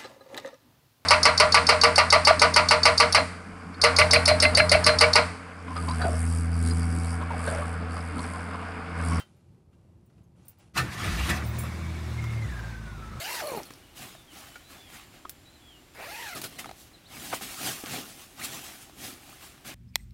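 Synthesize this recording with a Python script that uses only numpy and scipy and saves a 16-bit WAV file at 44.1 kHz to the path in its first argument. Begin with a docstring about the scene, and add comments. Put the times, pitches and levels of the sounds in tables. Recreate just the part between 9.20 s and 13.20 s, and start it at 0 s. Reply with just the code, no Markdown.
"""Starting a car engine, heard from the cabin

A hand turns the key in a parked car: knocks mix noise bursts with dying modes, and more such modes jingle the keys.
The starter slams in, grinds as random gear-tooth clicks ring its housing, and kicks out. The engine catches, revs up
and drops to idle: sines at multiples of the crank rate boom, noise bands rumble and clatter, a faint tone whines."""
import sys
import numpy as np
from scipy import signal
from scipy.fft import rfft, irfft
from scipy.io import wavfile
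from scipy.ndimage import uniform_filter1d, map_coordinates

SR = 44100
rng = np.random.default_rng(int(sys.argv[2]) if len(sys.argv) > 2 else 0)


def boost_factor(decibels):
    """Convert a level in decibels to a linear amplitude factor."""
    exponent = np.asarray(decibels, float) / 20
    return 10 ** exponent


def dump(signal):
    """Clip the signal to [-1, 1] and save it as 16-bit WAV at the path in sys.argv[1]."""
    limited = np.clip(np.atleast_2d(signal).T, -1, 1)
    pcm = np.round(limited * 32767).astype(np.int16)
    wavfile.write(sys.argv[1], SR, pcm)


N = 176400
T = np.arange(N) / SR

# quiet cabin background, relative spectrum: f/Hz, level/dB
AIR_SPECTRUM = [(15, -69), (25, -27), (76, -4), (169, -8), (265, -20.5), (303, -20.5), (346, -16),
                (416, -24), (1270, -39), (1370, -44), (3670, -51), (14200, -57.5)]

# knocks of lock and dashboard: t/s, level/dB, noise decay t60/s, favoured f/Hz
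KNOCKS = [(0.0, -35.5, 0.13, 3000), (0.53, -66, 0.087, 2750), (0.899, -64, 0.074, 1400),
          (0.98, -63, .1, 2550), (1.39, -77, 0.09, 2700), (1.412, -62, 0.054, 2700),
          (3.04, -32, 0.047, 1143)]
# dry noise of a knock, relative spectrum: f/Hz, level/dB
KNOCK_SPECTRUM = [(180, -48), (300, -20), (711, -1.5), (839, -6), (1210, 0.5), (1950, -2.5), (2270, -7),
                  (3300, -8), (15800, -24)]
# modes rung by the knocks: f/Hz, relative level/dB, t60/s
KNOCK_MODES = [(1034, -6, .1), (1240, -4, .08), (1400, -6, .06), (1965, -5, .06), (2550, -4, .08),
               (2750, -5, .1), (3100, 1, .13)]
# scrape of the key in the lock: t/s, level/dB
SCRAPE = [(0.05, -69), (0.094, -72), (0.51, -85.5), (0.528, -77.5), (0.766, -83), (0.98, -78), (1.138, -87),
          (1.174, -73), (1.314, -67.5), (1.368, -77), (1.402, -62), (1.53, -78.5)]
# its relative spectrum: f/Hz, level/dB
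SCRAPE_SPECTRUM = [(400, -31), (600, -7), (1200, -9.5), (2600, -13), (6000, -18.5), (11000, -20),
                   (14500, -59)]

# modes of the keys: f/Hz, relative level/dB, undamped t60/s
KEY_MODES = [(6440, -6, .14), (7490, -8, .3), (7960, -14, .2), (8950, -2, .12), (9150, -7, .09),
             (9710, -12, .3), (10820, -5, .06), (10940, -10, .2), (11440, -8, .25), (12200, -12, .3),
             (13370, -8, .2), (13510, -8, .18), (15110, -8, .08), (15260, -2, .16), (15450, -4, .14)]
# key clinks: t/s, level/dB, favoured f/Hz
CLINKS = [(0.0, -50, 9000), (0.165, -74, 12200), (0.858, -69, 15400), (0.861, -70, 9100),
          (1.033, -72, 11440), (1.04, -73, 6440), (1.23, -72, 6440), (1.252, -64, 9100),
          (1.256, -56, 13300), (1.282, -41, 14300), (1.283, -45.5, 9500), (1.387, -62, 15300),
          (1.575, -40, 15000), (2.16, -50, 15300), (2.246, -45, 9000), (2.262, -47, 15300),
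          (2.255, -49, 13520), (2.268, -49, 12200), (2.285, -43, 15300), (2.386, -35, 15300),
          (2.387, -39.5, 8800), (2.388, -39.5, 10870), (2.387, -40.5, 6800), (2.402, -46, 15290),
          (2.41, -47, 13500), (2.412, -59, 6900), (2.435, -50, 10900)]

# starter levels: t/s, gear grind level/dB, treble level/dB, body thud level/dB
STARTER = [(1.535, -81, -79, -60), (1.545, -61, -55, -49), (1.567, -30.5, -37, -35),
           (1.579, -26.5, -27, -35), (1.591, -25.5, -31.5, -42), (1.633, -41, -45.5, -31),
           (1.691, -40.5, -50.5, -37.5), (1.713, -45, -47.5, -40), (1.731, -40, -41.5, -42),
           (1.767, -43, -47, -40), (1.799, -38, -41, -39), (1.869, -35, -39, -32), (1.923, -39, -40, -34),
           (2.041, -36.5, -39.5, -38), (2.089, -33, -35, -30), (2.101, -27.5, -27.5, -27.5),
           (2.127, -34, -39.5, -29), (2.167, -34, -41, -34.5), (2.205, -42, -50, -39.5),
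           (2.24, -43, -72, -41)]
# gear grind, relative spectrum before the housing and mesh are added: f/Hz, level/dB
GRIND_SPECTRUM = [(240, -26), (400, -11.5), (578, -10), (803, -5), (939, -5), (1250, -1.5), (1480, -4),
                  (2600, -11.5), (3380, -58)]
# starter treble, relative spectrum: f/Hz, level/dB
SIZZLE_SPECTRUM = [(1350, -27), (2300, 0.5), (2660, 0), (2930, -1), (4910, -3.5), (7770, -10), (8770, -9),
                   (15200, -19), (15800, -38)]
# body thud, relative spectrum: f/Hz, level/dB
THUD_SPECTRUM = [(18, -53), (30, -38), (66, 3.5), (124, -2.5), (199, -1), (223, -11), (337, -9.5),
                 (428, -20.5), (600, -22), (780, -26)]
# resonances of the starter housing: f/Hz, width/Hz, relative level/dB
HOUSING = [(736, 22, -7.5), (1212, 49, -9.5), (1774, 27, -3), (1947, 59, -2.5), (2240, 78, -22),
           (2600, 60, -10), (3330, 46, -10.5), (3850, 61, -13)]
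# centre of the gear mesh band: t/s, f/Hz
MESH = [(1.6, 1460), (1.66, 1530), (1.76, 1780), (1.86, 2320), (1.92, 2600), (2.06, 2860)]
# pinion blows: t/s, level/dB
SLAMS = [(1.581, -19), (1.6, -19.5), (2.096, -22)]
# modes of the car body: f/Hz, relative level/dB, t60/s
BODY_MODES = [(127.3, 4.5, 0.33), (190, -12, 0.13), (341, -1, 0.13), (505, -9, 0.087), (1260, -13, 0.095),
              (1308, 5, 0.073), (1795, 4, 0.13)]

# engine speed and firing boom: t/s, crank rate f/Hz, level/dB
ENGINE = [(1.86, 23.08, -51), (1.94, 27.15, -28), (1.99, 30.5, -29), (2.01, 31.47, -26), (2.1, 35.18, -36),
          (2.16, 36.43, -44), (2.19, 36.68, -32), (2.36, 38.64, -36), (2.59, 40.86, -35.5),
          (2.63, 40.96, -33), (3.19, 37.66, -38), (3.24, 35.72, -48), (3.29, 32.37, -32),
          (3.36, 28.5, -36.5), (3.63, 26.94, -40), (3.95, 24.24, -44), (4.0, 23.87, -57)]
# third crank order, loud where it meets the cabin's boom: t/s, level/dB
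DRONE = [(1.86, -36), (2.17, -53), (2.25, -31), (2.42, -33.5), (2.52, -41), (2.64, -47), (2.72, -45),
         (3.0, -32), (3.2, -29.5), (3.26, -28.5), (3.3, -65), (4, -43)]
# other crank orders before the cabin colours them: multiple of the crank rate, relative level/dB
ORDERS = [(2.5, -11.5), (3.5, -14), (4, -2), (5, -8), (5.5, -7), (6, -11), (8, -12.5), (9, -13)]
# cabin resonances: f/Hz, width/Hz, relative level/dB
CABIN = [(112, 3, -1.5), (166.2, 7.2, -7.5), (214.6, 10, -4.5), (332.8, 14.6, -7)]
# running noise: t/s, clatter level/dB, rumble level/dB
RUNNING = [(2.2, -42, -37.5), (2.424, -43, -42), (3.378, -46.5, -44), (3.662, -50.5, -49.5),
           (3.92, -49.5, -48), (3.95, -49, -43)]
# clatter, relative spectrum: f/Hz, level/dB
CLATTER_SPECTRUM = [(210, -36), (350, 1.5), (431, -7), (521, -4), (896, -6), (1020, -3.5), (2190, -8),
                    (2700, -11), (3110, -16.5), (3560, -11.5), (4300, -16), (8620, -22), (15800, -34)]
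# rumble, relative spectrum: f/Hz, level/dB
RUMBLE_SPECTRUM = [(15, -46), (30, -16), (65, -11), (108, -5.5), (181, -9.5), (271, -17.5), (321, -17),
                   (576, -41), (700, -42)]
# belt-side whine: t/s, mean f/Hz, level/dB
WHINE = [(2.2, 2000, -55), (2.3, 2170, -55), (2.42, 2260, -56), (2.7, 2270, -56), (2.965, 2190, -61),
         (2.985, 2150, -47.5), (3.19, 2130, -49), (3.23, 2070, -50), (3.3, 1820, -49), (3.34, 1640, -46),
         (3.43, 1590, -50), (3.6, 1530, -52), (3.755, 1430, -55), (3.78, 1340, -52), (4, 1290, -52)]

AIR_DB = -57
FAVOUR_DB_PER_OCTAVE = 58  # how fast modes weaken away from a blow's favoured pitch
CLINK_SPREAD_DB, HAND_DAMPING, FLUTTER = 3, 0.5, 0.8
TICK_DB, TICK_T60_S = -14, 0.05
RATTLE_WOBBLE_DB = 4.5
MESH_WIDTH_HZ, MESH_SHARE, MESH_END_S = 70, 0.3, 2.08
CATCH_S = 1.833
ORDER_DB, ORDER_WOBBLE_DB, DIRECT_DB = -36, 2, -9
WHINE_WIDTH_HZ, WHINE_FUZZ, WHINE_WAVER_HZ, WHINE_THROB_DB = 100, 0.6, 12, 2.8
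MIC_LOW_HZ, EDGE_HZ = 41, 15850


def evened(x):
    """Normalisation: scales x to rms 1."""
    return x / np.sqrt(np.mean(x ** 2) + 1e-20)


def curve(rows, col=1, off_db=None):
    """Linear interpolation of one column of a time table; off_db holds outside its span."""
    rows = np.array(rows, float)
    return np.interp(T, rows[:, 0], rows[:, col], off_db, off_db)


def slow(rate_hz):
    """Band-limited random drift: cubic interpolation of sparse random points, rms 1."""
    size = int(N / SR * rate_hz * 2) + 4
    points = rng.standard_normal(size)
    return evened(map_coordinates(points, [np.linspace(0, size - 1, N)], order=3))


def colour(x, spectrum):
    """Linear filtering: weights the spectrum of x, then sets rms 1."""
    f, db = np.transpose(spectrum)
    hz = np.fft.rfftfreq(len(x), 1 / SR)
    gain_db = np.interp(np.log(hz + 1), np.log(f + 1), db, -100, -100)
    return evened(irfft(rfft(x) * boost_factor(gain_db), len(x)))


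def grains(per_s, spread_db, noise):
    """Shot noise: sparse random clicks of uneven size over a share of smooth noise."""
    size = boost_factor(spread_db * np.minimum(rng.exponential(1, N), 4)) * rng.choice([-1, 1], N)
    clicks = size * (rng.random(N) < per_s / SR)
    return evened(clicks) + noise * rng.standard_normal(N)


def patchy(x, spread_db):
    """Random modulation: louder and softer patches over time and pitch."""
    z = signal.stft(x, nperseg=512)[2]
    across_pitch = uniform_filter1d(rng.standard_normal(z.shape), size=3, axis=0)
    field = evened(uniform_filter1d(across_pitch, size=6, axis=1))
    return evened(signal.istft(z * boost_factor(spread_db * field), nperseg=512)[1][:N])


def resonate(x, hz, width):
    """Resonance of gain 1 that follows hz: shift down to zero, low-pass, shift back."""
    carrier = np.exp(2j * np.pi * np.cumsum(hz * np.ones(len(x))) / SR)
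    r = np.exp(-np.pi * width / SR)
    return 2 * (carrier * signal.lfilter([1 - r], [1, -r], x / carrier)).real


def rung(modes, t, d):
    """Modal superposition: exponentially dying sines with random phases from d, peak 1."""
    f, db, t60 = np.transpose(modes)[:, :, None]
    phase = 3 * d[:len(modes), None]
    ring = (boost_factor(db - 60 * t / t60) * np.sin(2 * np.pi * f * t + phase)).sum(0)
    return ring / abs(ring).max()


def add(mix, s, sound):
    """Superposition: adds sound to mix in place from time s."""
    part = mix[round(max(s, 0) * SR):][:len(sound)]
    part += sound[:len(part)]


def air():
    """Filtered noise: the low background of the quiet cabin, its level drifting at random."""
    return boost_factor(AIR_DB + 2.0 * slow(5.3)) * colour(rng.standard_normal(N), AIR_SPECTRUM)


def cabin_echo(x):
    """Reverberation by convolution: a short sparse decaying tail of the small upholstered cabin."""
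    t = np.arange(SR // 10) / SR
    taps = rng.choice([-1, 1], len(t)) * (rng.random(len(t)) < 0.05) * boost_factor(-60 * t / 0.059)
    return signal.oaconvolve(x, taps / np.linalg.norm(taps))[:N]


def knocks_and_scrape():
    """Impact and friction: knocks of lock and dashboard mix noise with dying modes; the turning key scrapes."""
    out, t = np.zeros(N), np.arange(SR // 5) / SR
    draws = rng.standard_normal((len(KNOCKS), len(t)))
    for (s, peak_db, t60, hz), d in zip(KNOCKS, draws):
        modes = [(f, db - FAVOUR_DB_PER_OCTAVE * abs(np.log2(f / hz)), ring_s)
                 for f, db, ring_s in KNOCK_MODES]
        burst = boost_factor(-60 * t / t60) * colour(d, KNOCK_SPECTRUM)
        add(out, s, boost_factor(peak_db) * (0.4 * burst + 0.44 * rung(modes, t, d)))
    scrape = colour(grains(1500, 4.2, 1.2), SCRAPE_SPECTRUM)
    return out + boost_factor(curve(SCRAPE, off_db=-120)) * scrape


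def keys():
    """Modal ringing near a favoured pitch, with a tick: the hand damps early clinks, flutter roughens all."""
    out, t = np.zeros(N), np.arange(SR // 4) / SR
    draws = rng.standard_normal((len(CLINKS), len(KEY_MODES) * 2 + len(t)))
    for (s, peak_db, hz), d in zip(CLINKS, draws):
        damping = HAND_DAMPING if s < CATCH_S else 1
        modes = [(f, db + CLINK_SPREAD_DB * e - FAVOUR_DB_PER_OCTAVE * abs(np.log2(f / hz)), t60 * damping)
                 for (f, db, t60), e in zip(KEY_MODES, d[len(KEY_MODES):])]
        noise = d[-len(t):]
        tick = np.diff(noise, prepend=0) * boost_factor(TICK_DB - 60 * t / TICK_T60_S)
        flutter = 1 + FLUTTER * evened(uniform_filter1d(noise, size=120))
        add(out, s, boost_factor(peak_db) * (rung(modes, t, d) * flutter + tick))
    return out


def starter():
    """Forced resonance: gear teeth excite housing and rising mesh band; pinion blows ring the body."""
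    teeth = grains(2500, 3.1, 1.57)
    housing = sum(boost_factor(db + RATTLE_WOBBLE_DB * slow(18)) * evened(resonate(teeth, f, w))
                  for f, w, db in HOUSING)
    mesh = evened(resonate(teeth, curve(MESH), MESH_WIDTH_HZ))
    mesh = boost_factor(RATTLE_WOBBLE_DB * slow(16)) * np.clip((MESH_END_S - T) / 0.03, 0, 1) * mesh
    grind = patchy(colour(teeth, GRIND_SPECTRUM), spread_db=2.5) + 0.5 * evened(housing)
    grind = evened(grind) + MESH_SHARE * mesh
    sizzle = patchy(colour(grains(3700, 1.8, 2.6), SIZZLE_SPECTRUM), spread_db=2.0)
    thud = colour(rng.standard_normal(N), THUD_SPECTRUM)
    out = np.zeros(N)
    for col, part in enumerate([grind, sizzle, thud], 1):
        out += uniform_filter1d(boost_factor(curve(STARTER, col=col, off_db=-120)), 130) * part

    t = np.arange(SR // 3) / SR
    rise = np.minimum(t / 0.00099, 1)
    draws = rng.standard_normal((len(SLAMS), len(BODY_MODES)))
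    for (s, db), d in zip(SLAMS, draws):
        add(out, s, boost_factor(db) * rise * rung(BODY_MODES, t, d))
    return out


def engine_orders(turn, on):
    """Harmonic excitation: firing boom, third order, and further crank orders ringing the cabin."""
    firing = boost_factor(curve(ENGINE, col=2)) * np.sin(2 * turn)  # two firings a turn
    boom = np.sqrt(2) * (firing + boost_factor(curve(DRONE)) * np.sin(3 * turn))
    orders = on * sum(boost_factor(db + ORDER_WOBBLE_DB * slow(11)) * np.sin(k * turn + 2 * np.pi * rng.random())
                      for k, db in ORDERS)
    cabin = sum(boost_factor(db) * resonate(orders, f, w) for f, w, db in CABIN)
    return on * boom + boost_factor(ORDER_DB) * (boost_factor(DIRECT_DB) * orders + cabin)


def running_noise(turn):
    """Filtered noise: drifting rumble, and patchy clatter modulated slightly at the firing rate."""
    beat = 1 + 0.043 * np.cos(2 * turn)
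    clatter = patchy(colour(grains(2500, 1.1, 2.5), CLATTER_SPECTRUM), spread_db=2.0)
    clatter = boost_factor(curve(RUNNING) + 0.71 * slow(10)) * beat * clatter
    rumble = colour(rng.standard_normal(N), RUMBLE_SPECTRUM)
    return clatter + boost_factor(curve(RUNNING, col=2) + 0.84 * slow(8.7)) * rumble


def belt_whine():
    """Frequency modulation: a wavering sine, blurred by narrow-band noise at the same pitch."""
    hz = curve(WHINE) + WHINE_WAVER_HZ * slow(25)
    fuzz = evened(resonate(rng.standard_normal(N), hz, WHINE_WIDTH_HZ))
    whine = np.sin(2 * np.pi * np.cumsum(hz) / SR) + WHINE_FUZZ * fuzz
    return boost_factor(curve(WHINE, col=2) + WHINE_THROB_DB * slow(32)) * evened(whine)


def engine():
    """Superposition on one crank phase: orders from the catch on, then running noise and whine."""
    turn = 2 * np.pi * np.cumsum(curve(ENGINE)) / SR
    on = np.clip((T - CATCH_S) / 0.05, 0, 1)
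    fade = np.clip((T - 2.17) / 0.062, 0, 1)
    return engine_orders(turn, on) + fade * (running_noise(turn) + belt_whine())


def scene():
    """Linear superposition of all sources; only the near sounds (keys, knocks, scrape) get the echo."""
    near = keys() + knocks_and_scrape()
    return (near + boost_factor(-8.0) * cabin_echo(near) + engine() + starter() + air())[None]


def roll_off(x):
    """The treble ends steeply here."""
    return signal.sosfilt(signal.butter(12, 16650, fs=SR, output="sos"), x)


def record(dry):
    """Band-limiting: the bass roll-off and upper band edge of a phone."""
    high_pass = signal.butter(2, MIC_LOW_HZ, "high", fs=SR, output="sos")
    thin = signal.sosfilt(high_pass, dry)
    low_pass = signal.firwin(511, EDGE_HZ, window=("kaiser", 9), fs=SR)
    mix = signal.oaconvolve(thin, low_pass[None], "same")
    return roll_off(mix)


dry = scene()
out = record(dry)
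dump(out)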